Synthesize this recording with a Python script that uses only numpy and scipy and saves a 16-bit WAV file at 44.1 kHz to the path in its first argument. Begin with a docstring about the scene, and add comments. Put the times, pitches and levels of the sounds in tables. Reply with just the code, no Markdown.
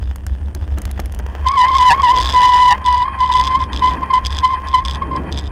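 """A bicycle brake squeals near 1 kHz, close to a camera on the handlebar, as the bicycle rolls over gravel.
The sticking and slipping pad sings a wavering tone with overtones, in short grips from the start of the
braking, with one longer squeal near 2.5 s. Rough ground makes the camera mount boom at a low resonance, and
its loose case rattles in short modes. Tyres crunch as filtered grains, the freewheel ticks early on in bright
bursts of noise, and lumpy low noise is wind on the microphone, over the camera's own hiss and faint whine."""
import sys
import numpy as np
from scipy import signal
from scipy.fft import rfft, irfft, next_fast_len
from scipy.io import wavfile
from scipy.ndimage import uniform_filter1d

SR = 44100
rng = np.random.default_rng(int(sys.argv[2]) if len(sys.argv) > 2 else 0)


def output_pcm(signal):
    """Save a mono or channel-first signal as 16-bit PCM at the path in sys.argv[1].

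    Samples are clipped to [-1, 1] before scaling.
    """
    pcm = np.clip(np.atleast_2d(signal).T, -1, 1) * 32767
    wavfile.write(sys.argv[1], SR, np.round(pcm).astype(np.int16))


N = 242991
T = np.arange(N) / SR  # seconds

# Rough ground under the bicycle, shaking the mount and making the case chatter.
# Each row: start in seconds, end in seconds, relative shake level in dB, relative chatter level in dB.
ROUGH_PATCHES = [(0.024, 0.109, -18, -40), (0.276, 0.352, -18, -42.5), (0.435, 0.472, -17, -46),
                 (0.565, 0.654, -22.5, -42), (0.698, 0.757, -16.5, -42), (0.847, 1.082, -21, -48),
                 (1.147, 1.3, -21.5, -58), (1.396, 1.481, -19.5, -56), (1.736, 1.82, -21.5, -16.5),
                 (2.019, 2.032, -18, -15), (2.152, 2.225, -21.5, -11), (2.227, 2.341, -19.5, -8.5),
                 (2.851, 2.985, -24.5, -17), (3.194, 3.289, -26, -23), (3.319, 3.479, -24.5, -15),
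                 (3.591, 3.64, -21, -20.5), (3.73, 3.794, -20, -19), (3.819, 3.94, -22.5, -24.5),
                 (4.25, 4.268, -19, -11.5), (4.303, 4.403, -20.5, -20.5), (4.505, 4.543, -30, -25.5),
                 (4.669, 4.804, -25, -28.5), (4.854, 4.954, -20.5, -17.5), (5.04, 5.21, -26.5, -60),
                 (5.321, 5.407, -22, -21), (5.428, 5.473, -21, -30)]
SMOOTH_GROUND_DB, SHAKE_RISE_DB_PER_S, SHAKE_FALL_DB_PER_S = -29.5, 377, 299
# Rumble of the camera mount. Each row: frequency in Hz, relative spectrum level in dB per Hz.
MOUNT_RUMBLE = [(8.8, -38), (15, -11), (32, -5.5), (49, 5.5), (65, -25.5), (78, 6), (108, -3.5), (130, -23),
                (170, -56.5), (290, -120)]
# Higher resonances of the handlebar. Each row: centre in Hz, width in Hz, level against the shaking in dB.
HANDLEBAR_MODES = [(196.4, 19, -20.5), (293, 10, -28)]

# Tyres on gravel, before clumping. Each row: time in seconds, level in dB.
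ROLL_LEVEL = [(0, -41), (.45, -47), (1.3, -40.5), (2.3, -33), (3.1, -50), (4, -43), (5.51, -48)]
# Colour of the gravel. Each row: frequency in Hz, relative spectrum level in dB per Hz.
GRAVEL_COLOUR = [(200, 5.5), (500, 11.5), (850, 9.5), (1300, 2), (1750, 6), (2200, -4.5), (3100, -0.5),
                 (3900, -16), (5000, -12.5), (7000, -17), (9000, -31.5), (16000, -19)]
# Single stones popping from under the tyre. Each row: time in seconds, relative level in dB, ring in Hz.
STONE_POPS = [(0.7735, -21.5, 1270), (0.836, -31, 1940), (0.8905, -30, 2090), (0.9035, -31, 1850),
              (0.975, -21.5, 1960), (0.992, -15.5, 1260), (1.1953, -21.5, 1580)]
# Bumps thudding through the frame. Each row: time in seconds, relative level in dB.
FRAME_BUMPS = [(0.549, -21.5), (0.773, -20), (0.989, -24), (1.193, -24)]

# Wind on the microphone. Each row: time in seconds, level in dB.
GUST_LEVEL = [(0, -51), (.75, -39.5), (1.5, -45), (2.3, -38.5), (3.2, -42), (3.55, -33.5), (3.8, -33.5),
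              (3.95, -27.5), (4.14, -40), (4.6, -42.5), (4.95, -35.5), (5.08, -27.5), (5.2, -25),
              (5.35, -28.5), (5.51, -37.5)]
# Colour of wind and of bumps. Each row: frequency in Hz, relative spectrum level in dB per Hz.
LOW_COLOUR = [(60, -32.5), (135, 6), (200, 0.5), (280, 1.5), (420, -5.5), (700, -10), (1100, -19),
              (2000, -27), (5000, -57)]
# Faint thin whine in the treble. Each row: centre in Hz, width in Hz, level in dB.
WHINE_BANDS = [(8260, 150, -74.5), (9280, 140, -70.5)]

# Single knocks of the loose camera case, strong and light. Each row: time in seconds, peak in dB.
SINGLE_KNOCKS = [(1.485, -9), (1.518, -18), (1.59, -14), (1.684, -15), (1.768, -12), (1.784, -7),
                 (1.811, -12), (2.02, -15), (2.11, -13), (2.363, -11), (2.418, -10), (2.709, -8),
                 (2.862, -10), (2.927, -14), (3.412, -9), (3.47, -13), (3.774, -13), (3.874, -14),
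                 (4.267, -6), (4.387, -9), (4.686, -19), (4.851, -11), (4.883, -10), (5.163, -23),
                 (5.325, -12), (5.388, -14)]
# Modes of the case, before scatter. Each row: frequency in Hz, relative level in dB, 60 dB decay in seconds.
CASE_MODES = [(420, -8.5, 0.0058), (1754, -8, 0.013), (2580, -12.5, 0.017), (3310, -1, 0.014),
              (3460, 9, 0.013), (4030, -9, 0.031), (4860, 6.5, 0.008), (5065, -1, 0.019),
              (5850, -7.5, 0.013), (6230, -6.5, 0.015), (7680, -5, 0.0093), (10200, -12.5, 0.0065),
              (12200, -22, .005)]
# Dry crack of a blow on the case. Each row: frequency in Hz, relative spectrum level in dB per Hz.
CRACK_COLOUR = [(300, 4), (800, 1.5), (2300, 9.5), (3500, 6), (8000, -7), (10000, -16), (16000, -19)]
SQUEAL_CHATTER_DB, FULL_GRIP_DB = -17.5, -6  # a squeal at full grip shakes the case too
CHATTER_RISE_DB_PER_S, CHATTER_FALL_DB_PER_S = 1798.5, 1102

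# Freewheel pawl. Each row: time in seconds, relative level in dB.
PAWL_TICKS = [(0.1593, -23), (0.2658, -19.5), (0.5495, -21), (0.7845, -21), (0.818, -21.5), (0.854, -18.5),
              (0.9134, -22.5), (0.9999, -17.5), (1.0584, -24.5), (1.123, -27.5), (1.1475, -25), (1.19, -26),
              (1.266, -33.5)]
# Colour of a tick. Each row: frequency in Hz, relative spectrum level in dB per Hz.
PAWL_COLOUR = [(500, -3), (1500, 4.5), (3000, -6), (5000, -3.5), (7000, -1), (8300, -11), (9700, -0.5),
               (11000, -6.5), (12600, -4), (14000, -17), (16000, -9.5)]

# The pad dragging on the wheel. Each row: time in seconds, relative level in dB.
DRAG_LEVEL = [(1.1, -71), (1.3, -47.5), (1.8, -35), (2.8, -39), (3.2, -38.5), (4.6, -39.5), (5.1, -42.5),
              (5.51, -43)]
# Resonances that the dragging wakes. Each row: centre in Hz, width in Hz, relative level in dB.
WHEEL_MODES = [(985, 162, 7.5), (1670, 170, 0), (1932, 47, -4), (2465, 140, -5), (3144, 67, -9.5),
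               (3100, 110, -25), (4500, 240, -24), (9400, 250, -24.5), (10600, 230, -29)]

# Faint song of the pad between grips. Each row: time in seconds, relative level in dB, pitch in Hz.
LIGHT_TOUCH = [(1.431, -44.5, 1130), (1.5, -21, 1116), (1.95, -22, 1095), (2.3, -26, 1067),
               (2.8, -30.5, 1043), (3.1, -23, 1055), (3.73, -37.5, 1045), (4.0, -30.5, 1045),
               (4.38, -34, 1045), (4.87, -26.5, 1050), (5.0, -37.5, 1060), (5.25, -45, 1055)]
# One squeal for each grip of the pad.
# Each row: start in seconds, end in seconds, relative level in dB, swell over its length in dB, pitch in Hz.
SQUEAL_GRIPS = [(1.467, 1.482, -3.5, -4.5, 1022), (1.535, 1.561, -11.5, -2, 1103),
                (1.574, 1.648, -4.5, -1, 1006), (1.677, 1.695, -10.5, -0.5, 1053),
                (1.713, 1.728, -9, -0.5, 1018), (1.751, 1.768, -8.5, -3.5, 1067),
                (1.794, 1.924, -5, 2, 1000), (1.998, 2, -12, 0.5, 1080), (2.036, 2.111, -5.5, 2, 1002),
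                (2.147, 2.205, -8, -4, 1003), (2.346, 2.717, -6, 1.5, 994.4),
                (2.854, 3.032, -7.5, -2, 992.5), (3.204, 3.247, -8, -2.5, 1003),
                (3.262, 3.423, -14.5, 7.5, 1008), (3.468, 3.557, -15.5, 8.5, 1029),
                (3.609, 3.629, -13, -1, 1018), (3.825, 3.885, -7, 0.5, 1013), (3.904, 3.936, -17, 2, 999),
                (4.031, 4.045, -13, -14.5, 1026), (4.105, 4.11, -14, 0, 1046),
                (4.139, 4.195, -5, -12, 1016), (4.435, 4.49, -7, -4, 1019),
                (4.521, 4.572, -10.5, -10.5, 1033), (4.743, 4.799, -6.5, -5.5, 1012),
                (5.023, 5.035, -21, -2, 1071), (5.114, 5.168, -24.5, 7.5, 1039)]
ATTACK_DB_PER_S, RELEASE_DB_PER_S = 1400.5, 559.5
SLACK_HZ = 55.27  # the pitch rises towards this much higher while the pad takes hold or lets go
# Judders of the pad: the pitch shifts and a lower mode grows.
# Each row: centre in seconds, half length in seconds, added share of the lower mode, downward shift in Hz.
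PAD_JUDDERS = [(1.646, 0.033, 0.16, 12), (1.914, 0.02, .51, 70.5), (2.084, 0.016, 0.098, 65.5),
               (2.434, 0.038, 0.1, -1.5), (2.568, 0.065, 0.044, 0.5), (2.739, 0.031, 0.52, 28)]
# Overtones of the squeal. Each row: multiple of the pitch, relative level at full grip in dB.
SQUEAL_OVERTONES = [(2, -19.5), (3, -22.5), (4, -34.5), (5, -34), (6, -42), (7, -48)]
# Hiss of the rubbing pad. Each row: frequency in Hz, relative spectrum level in dB per Hz.
RUB_COLOUR = [(200, -42.5), (600, -4), (1400, -37), (2500, -7), (3450, 18.5), (4300, 14.5), (5100, 19.5),
              (5500, -12.5), (7800, -0.5), (11000, -5.5), (16000, -23)]


def amp(db):
    """Decibels to gain."""
    return 10 ** (np.asarray(db) / 20)


def evened(x):
    """Scales to an rms of one."""
    return x / np.sqrt(np.mean(abs(x) ** 2) + 1e-20)


def curve(rows):
    """Joins (seconds, value) rows by straight lines."""
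    s, value = np.transpose(rows)
    return np.interp(T, s, value)


def colour(x, points):
    """Shapes the spectrum of x by (Hz, dB) points, at an rms of one."""
    hz, db = np.transpose(points)
    f = np.fft.rfftfreq(len(x), 1 / SR)
    gain = amp(np.interp(np.log(f + 1), np.log(hz), db))
    return evened(irfft(rfft(x) * gain, len(x)))


def noise():
    """White noise."""
    return rng.standard_normal(N)


def drift(rate_hz):
    """Smooth chance, at an rms of one, that changes up to about this rate."""
    size = next_fast_len(N)
    f = np.fft.rfftfreq(size, 1 / SR)
    slow = rfft(noise(), size) * np.exp(-(f / rate_hz) ** 2)
    return evened(irfft(slow, size)[:N])


def bands(rows):
    """Noise in narrow resonances: (centre Hz, width Hz, rms dB)."""
    f = np.fft.rfftfreq(N, 1 / SR)
    power = 0
    for hz, width, db in rows:
        shape = 1 / (1 + ((f - hz) / width) ** 2) ** 2
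        power = power + amp(2 * db) * SR / (np.pi * width) * shape
    return irfft(rfft(noise()) * np.sqrt(power), N)


def add(mix, s, sound):
    """Mixes a short sound in at time s."""
    part = mix[max(round(s * SR), 0):][:len(sound)]
    part += sound[:len(part)]


def edges(start, end, rise_db_per_s, fall_db_per_s):
    """Attack, hold and release, as dB relative to the held level."""
    before, after = np.maximum(start - T, 0), np.maximum(T - end, 0)
    return -abs(rise_db_per_s) * before - abs(fall_db_per_s) * after


def thump(t, peak_s):
    """Envelope of a light blow: it reaches one at peak_s, then dies away."""
    return t / peak_s * np.exp(1 - t / peak_s)


def shaking(uneven_db=1.85):
    """Level (dB) of the mount's shaking: it builds to each rough patch and rings down after it."""
    level_db = np.full(N, SMOOTH_GROUND_DB)
    for start, end, db, _ in ROUGH_PATCHES:
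        patch_db = db + edges(start, end, SHAKE_RISE_DB_PER_S, SHAKE_FALL_DB_PER_S)
        level_db = np.maximum(level_db, patch_db)
    return level_db + uneven_db * drift(31)


def mount(shake_db, ring_hz=67, wander_hz=4, ring_db=-1, rumble_db=-8):
    """The camera sways on its mount at one low resonance, over a rumble; also returns the sway phase."""
    sway = 2 * np.pi * np.cumsum(ring_hz + wander_hz * drift(18)) / SR
    ring = amp(ring_db + shake_db) * np.sqrt(2) * np.sin(sway)
    rumble = colour(noise(), MOUNT_RUMBLE) * amp(rumble_db) + bands(HANDLEBAR_MODES)
    smoothed_db = uniform_filter1d(shake_db, SR // 3)  # the rumble follows the shaking slowly
    return ring + amp(smoothed_db) * rumble, sway


def tyres(grains_per_s=1300, grain_db=4.5, clump_db=2, stone_db=-2, stone_s=0.0028, bump_db=-9, bump_s=0.0088):
    """Countless small stones grind under the tyres; a few pop out or jolt the frame."""
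    struck = rng.random(N) < grains_per_s / SR
    size_db = grain_db * np.minimum(rng.exponential(1, N), 4)
    grains = struck * noise() * amp(size_db)
    out = amp(curve(ROLL_LEVEL) + clump_db * drift(6.7)) * colour(grains, GRAVEL_COLOUR)
    t = np.arange(2048) / SR
    for s, db, hz in STONE_POPS:
        grit = colour(rng.standard_normal(len(t)), GRAVEL_COLOUR)
        pop = 0.3 * np.sin(2 * np.pi * hz * t) + 0.47 * grit
        add(out, s, amp(db + stone_db) * thump(t, stone_s) * pop)
    for s, db in FRAME_BUMPS:
        thud = colour(rng.standard_normal(len(t)), LOW_COLOUR)
        add(out, s, amp(db + bump_db) * thump(t, bump_s) * thud)
    return out


def wind(lumps_db=1):
    """Lumpy low turbulence at the microphone port."""
    turbulence = noise() * amp(lumps_db * drift(53))
    return amp(curve(GUST_LEVEL)) * colour(turbulence, LOW_COLOUR)


def camera(hiss_db=-61):
    """Hiss of the electronics behind the microphone, with a faint whine."""
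    hiss_colour = [(1000, 23.5), (5000, -5), (8000, 8.5), (12000, -14.5), (16000, -5.5)]  # (Hz, dB per Hz)
    return bands(WHINE_BANDS) + amp(hiss_db) * colour(noise(), hiss_colour)


def case_knock(treble_db, crack_db=-7, crack_s=0.002, scatter_db=3):
    """One blow on the plastic case, peak one: a crack and its short modes."""
    t = np.arange(1024) / SR
    hz, db, t60 = np.transpose(CASE_MODES)[:, :, None]
    chance = rng.standard_normal((3, len(CASE_MODES), 1))  # for level, pitch and phase of each mode
    tilt = np.clip(2 * np.log2(hz / 3500), 0, 1)  # full from half an octave above 3500 Hz
    db = db + scatter_db * chance[0] + treble_db * tilt
    cycles = np.sin(2 * np.pi * hz * (1 + 0.026 * chance[1]) * t + chance[2])
    ring = (amp(db - 60 * t / t60) * cycles).sum(0)
    crack = colour(rng.standard_normal(len(t)), CRACK_COLOUR) * np.exp(-t / crack_s)
    onset = 1 - np.exp(-t / 0.000052)
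    blow = (ring + amp(crack_db) * crack) * onset
    return blow / abs(blow).max()


def rattle(sway, squeal_db, chatter_db=-1, spread_db=5.5, back_db=-3.0, forth_treble_db=-5.5,
           back_treble_db=5, follow=2.2, clump_db=2):
    """The loose case strikes twice in each sway: hard one way, lighter and brighter on the way back."""
    out = np.zeros(N)
    for s, db in SINGLE_KNOCKS:
        add(out, s, amp(db) * case_knock(2 * rng.standard_normal()))
    # the squeal or the ground drives the chatter, whichever shakes harder
    force_db = SQUEAL_CHATTER_DB + follow * np.minimum(squeal_db - FULL_GRIP_DB, 0)
    for start, end, _, db in ROUGH_PATCHES:
        patch_db = db + edges(start, end, CHATTER_RISE_DB_PER_S, CHATTER_FALL_DB_PER_S)
        force_db = np.maximum(force_db, patch_db)
    force_db = force_db + clump_db * np.minimum(drift(25), 1)
    single_s = np.array(SINGLE_KNOCKS)[:, 0]
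    turns = np.floor(sway / np.pi + 0.14 * drift(90))  # half sways, raggedly timed
    for i in np.flatnonzero(np.diff(turns) > 0):
        if abs(single_s - T[i]).min() <= .005:
            continue  # a single knock takes the place of the chatter
        back = turns[i] % 2
        size_db = force_db[i] + back * back_db + spread_db * min(rng.standard_normal(), 1)
        add(out, T[i], amp(size_db + chatter_db) * case_knock(back * back_treble_db + forth_treble_db))
    return out


def freewheel(tick_db=4, ring_s=0.0014, tail=0.039, tail_s=0.01, peak_to_rms=2.13):
    """The pawl drops into its teeth: bright, dry ticks."""
    out, t = np.zeros(N), np.arange(1024) / SR
    decay = np.exp(-t / ring_s) + tail * np.exp(-t / tail_s)
    tick_rms = np.sqrt(np.mean(decay ** 2)) / peak_to_rms
    for s, db in PAWL_TICKS:
        tick = colour(rng.standard_normal(len(t)), PAWL_COLOUR) * decay
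        add(out, s, amp(db + tick_db) * evened(tick) * tick_rms)
    return out


def drag(drag_db=-4, uneven_db=3.5):
    """The soft scrape of the pad wakes resonances, heard between squeals."""
    return amp(curve(DRAG_LEVEL) + drag_db + uneven_db * drift(20)) * bands(WHEEL_MODES)


def judder_shape(s, half):
    """Smooth rise and fall of one judder, peak one at time s."""
    return np.exp(-((T - s) / half) ** 2)


def pad():
    """Level (dB) and pitch (Hz) of the squeal: power-weighted over the light touch and every grip."""
    times, touch_db, touch_hz = np.transpose(LIGHT_TOUCH)
    power = amp(2 * np.interp(T, times, touch_db))
    weighted_hz = power * np.interp(T, times, touch_hz)
    for start, end, db, swell_db, hz in SQUEAL_GRIPS:
        hold = amp(np.maximum(edges(start, end, ATTACK_DB_PER_S, RELEASE_DB_PER_S), -100))
        swell = np.interp(T, [start, end], [0, 1])
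        share = (hold * amp(db + swell_db * swell)) ** 2
        power = power + share
        weighted_hz = weighted_hz + share * (hz + SLACK_HZ * (1 - hold))
    sag_hz = sum(sag * judder_shape(s, half) for s, half, _, sag in PAD_JUDDERS)
    return 10 * np.log10(power), weighted_hz / power - sag_hz


def brake(sway, level_db, pitch_hz, flutter_db=2.39, loose_flutter_db=2.0, flutter_hz=70, waver_hz=7,
          fuzz=0.057, lower_ratio=.845, lower_share=0.023, steep=0.14, judder_bite=10.4, rub_db=-31,
          rub_steep=0.35, crackle_db=2.0, smear=0.33, flicker_db=2, sum_tone_db=-2):
    """Stick and slip of the pad: a wavering tone whose overtones grow with the grip."""
    sounding = np.interp(T, [1.43, 1.445, 5.2, 5.3], [0, 1, 1, 0])
    grip = np.clip(amp(level_db + 5.5), 0, 1.1)
    loose = np.clip(1 - grip, 0, 1)
    # a lightly touching pad flutters and wavers more
    flutter = (flutter_db + loose_flutter_db * loose) * drift(flutter_hz)
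    level = sounding * amp(level_db + flutter)
    waver = waver_hz * (1 + loose) * drift(71.6)
    phase = 2 * np.pi * np.cumsum(pitch_hz + waver) / SR
    judder = sum(share * judder_shape(s, half) for s, half, share, _ in PAD_JUDDERS)
    lower = (lower_share + judder) * np.exp(1j * (lower_ratio * phase + 0.53 * drift(52)))
    upper = np.exp(1j * phase) + fuzz * (drift(130) + 1j * drift(180))
    # both modes mix in the friction: a sum tone, and side tones on every overtone
    mixed = (upper + lower) / (1 + judder) ** 1.05
    overtones = amp(sum_tone_db) * grip * (upper * lower).real
    for multiple, db in SQUEAL_OVERTONES:
        # higher overtones need a firmer grip and are more ragged
        smeared = np.exp(1j * smear * (multiple - 1) * drift(96))
        ragged = amp(db + flicker_db * drift(88)) * smeared
        firmness = (1 + judder_bite * judder) * grip ** (steep * (2 * multiple - 3))
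        overtones = overtones + firmness * (ragged * mixed ** multiple).imag
    # grit under the pad crackles, most where the mount's boom crosses zero, twice in each sway
    crackle = crackle_db * np.clip(drift(400), -2, 2) + 1.2 * np.cos(2 * sway)
    grit = noise() * (1 + 0.17 * np.cos(phase)) * amp(crackle)
    rub = amp(rub_db) * grip ** rub_steep * colour(grit, RUB_COLOUR)
    return level * ((upper + lower).real + overtones + rub)


def scene():
    """Everything as it reaches the microphone on the handlebar."""
    boom, sway = mount(shaking())
    squeal_db, squeal_hz = pad()
    ground = boom + tyres() + rattle(sway, squeal_db)
    wheel = freewheel() + drag() + brake(sway, squeal_db, squeal_hz)
    return (ground + wind() + camera() + wheel)[None]


def record(dry, top=0.63, bottom=0.56, knee=8, low_hz=22, high_hz=15700):
    """The microphone rounds off the loudest peaks, sooner on one side; then come the band limits."""
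    ceiling = np.where(dry > 0, top, bottom)
    rounded = dry / (1 + abs(dry / ceiling) ** knee) ** (1 / knee)
    low_cut = signal.butter(2, low_hz, "highpass", fs=SR, output="sos")
    passed = signal.sosfilt(low_cut, rounded)
    high_cut = signal.firwin(255, high_hz, window=("kaiser", 8), fs=SR)
    return signal.oaconvolve(passed, high_cut[None], "same")


dry = scene()
out = record(dry)
output_pcm(out)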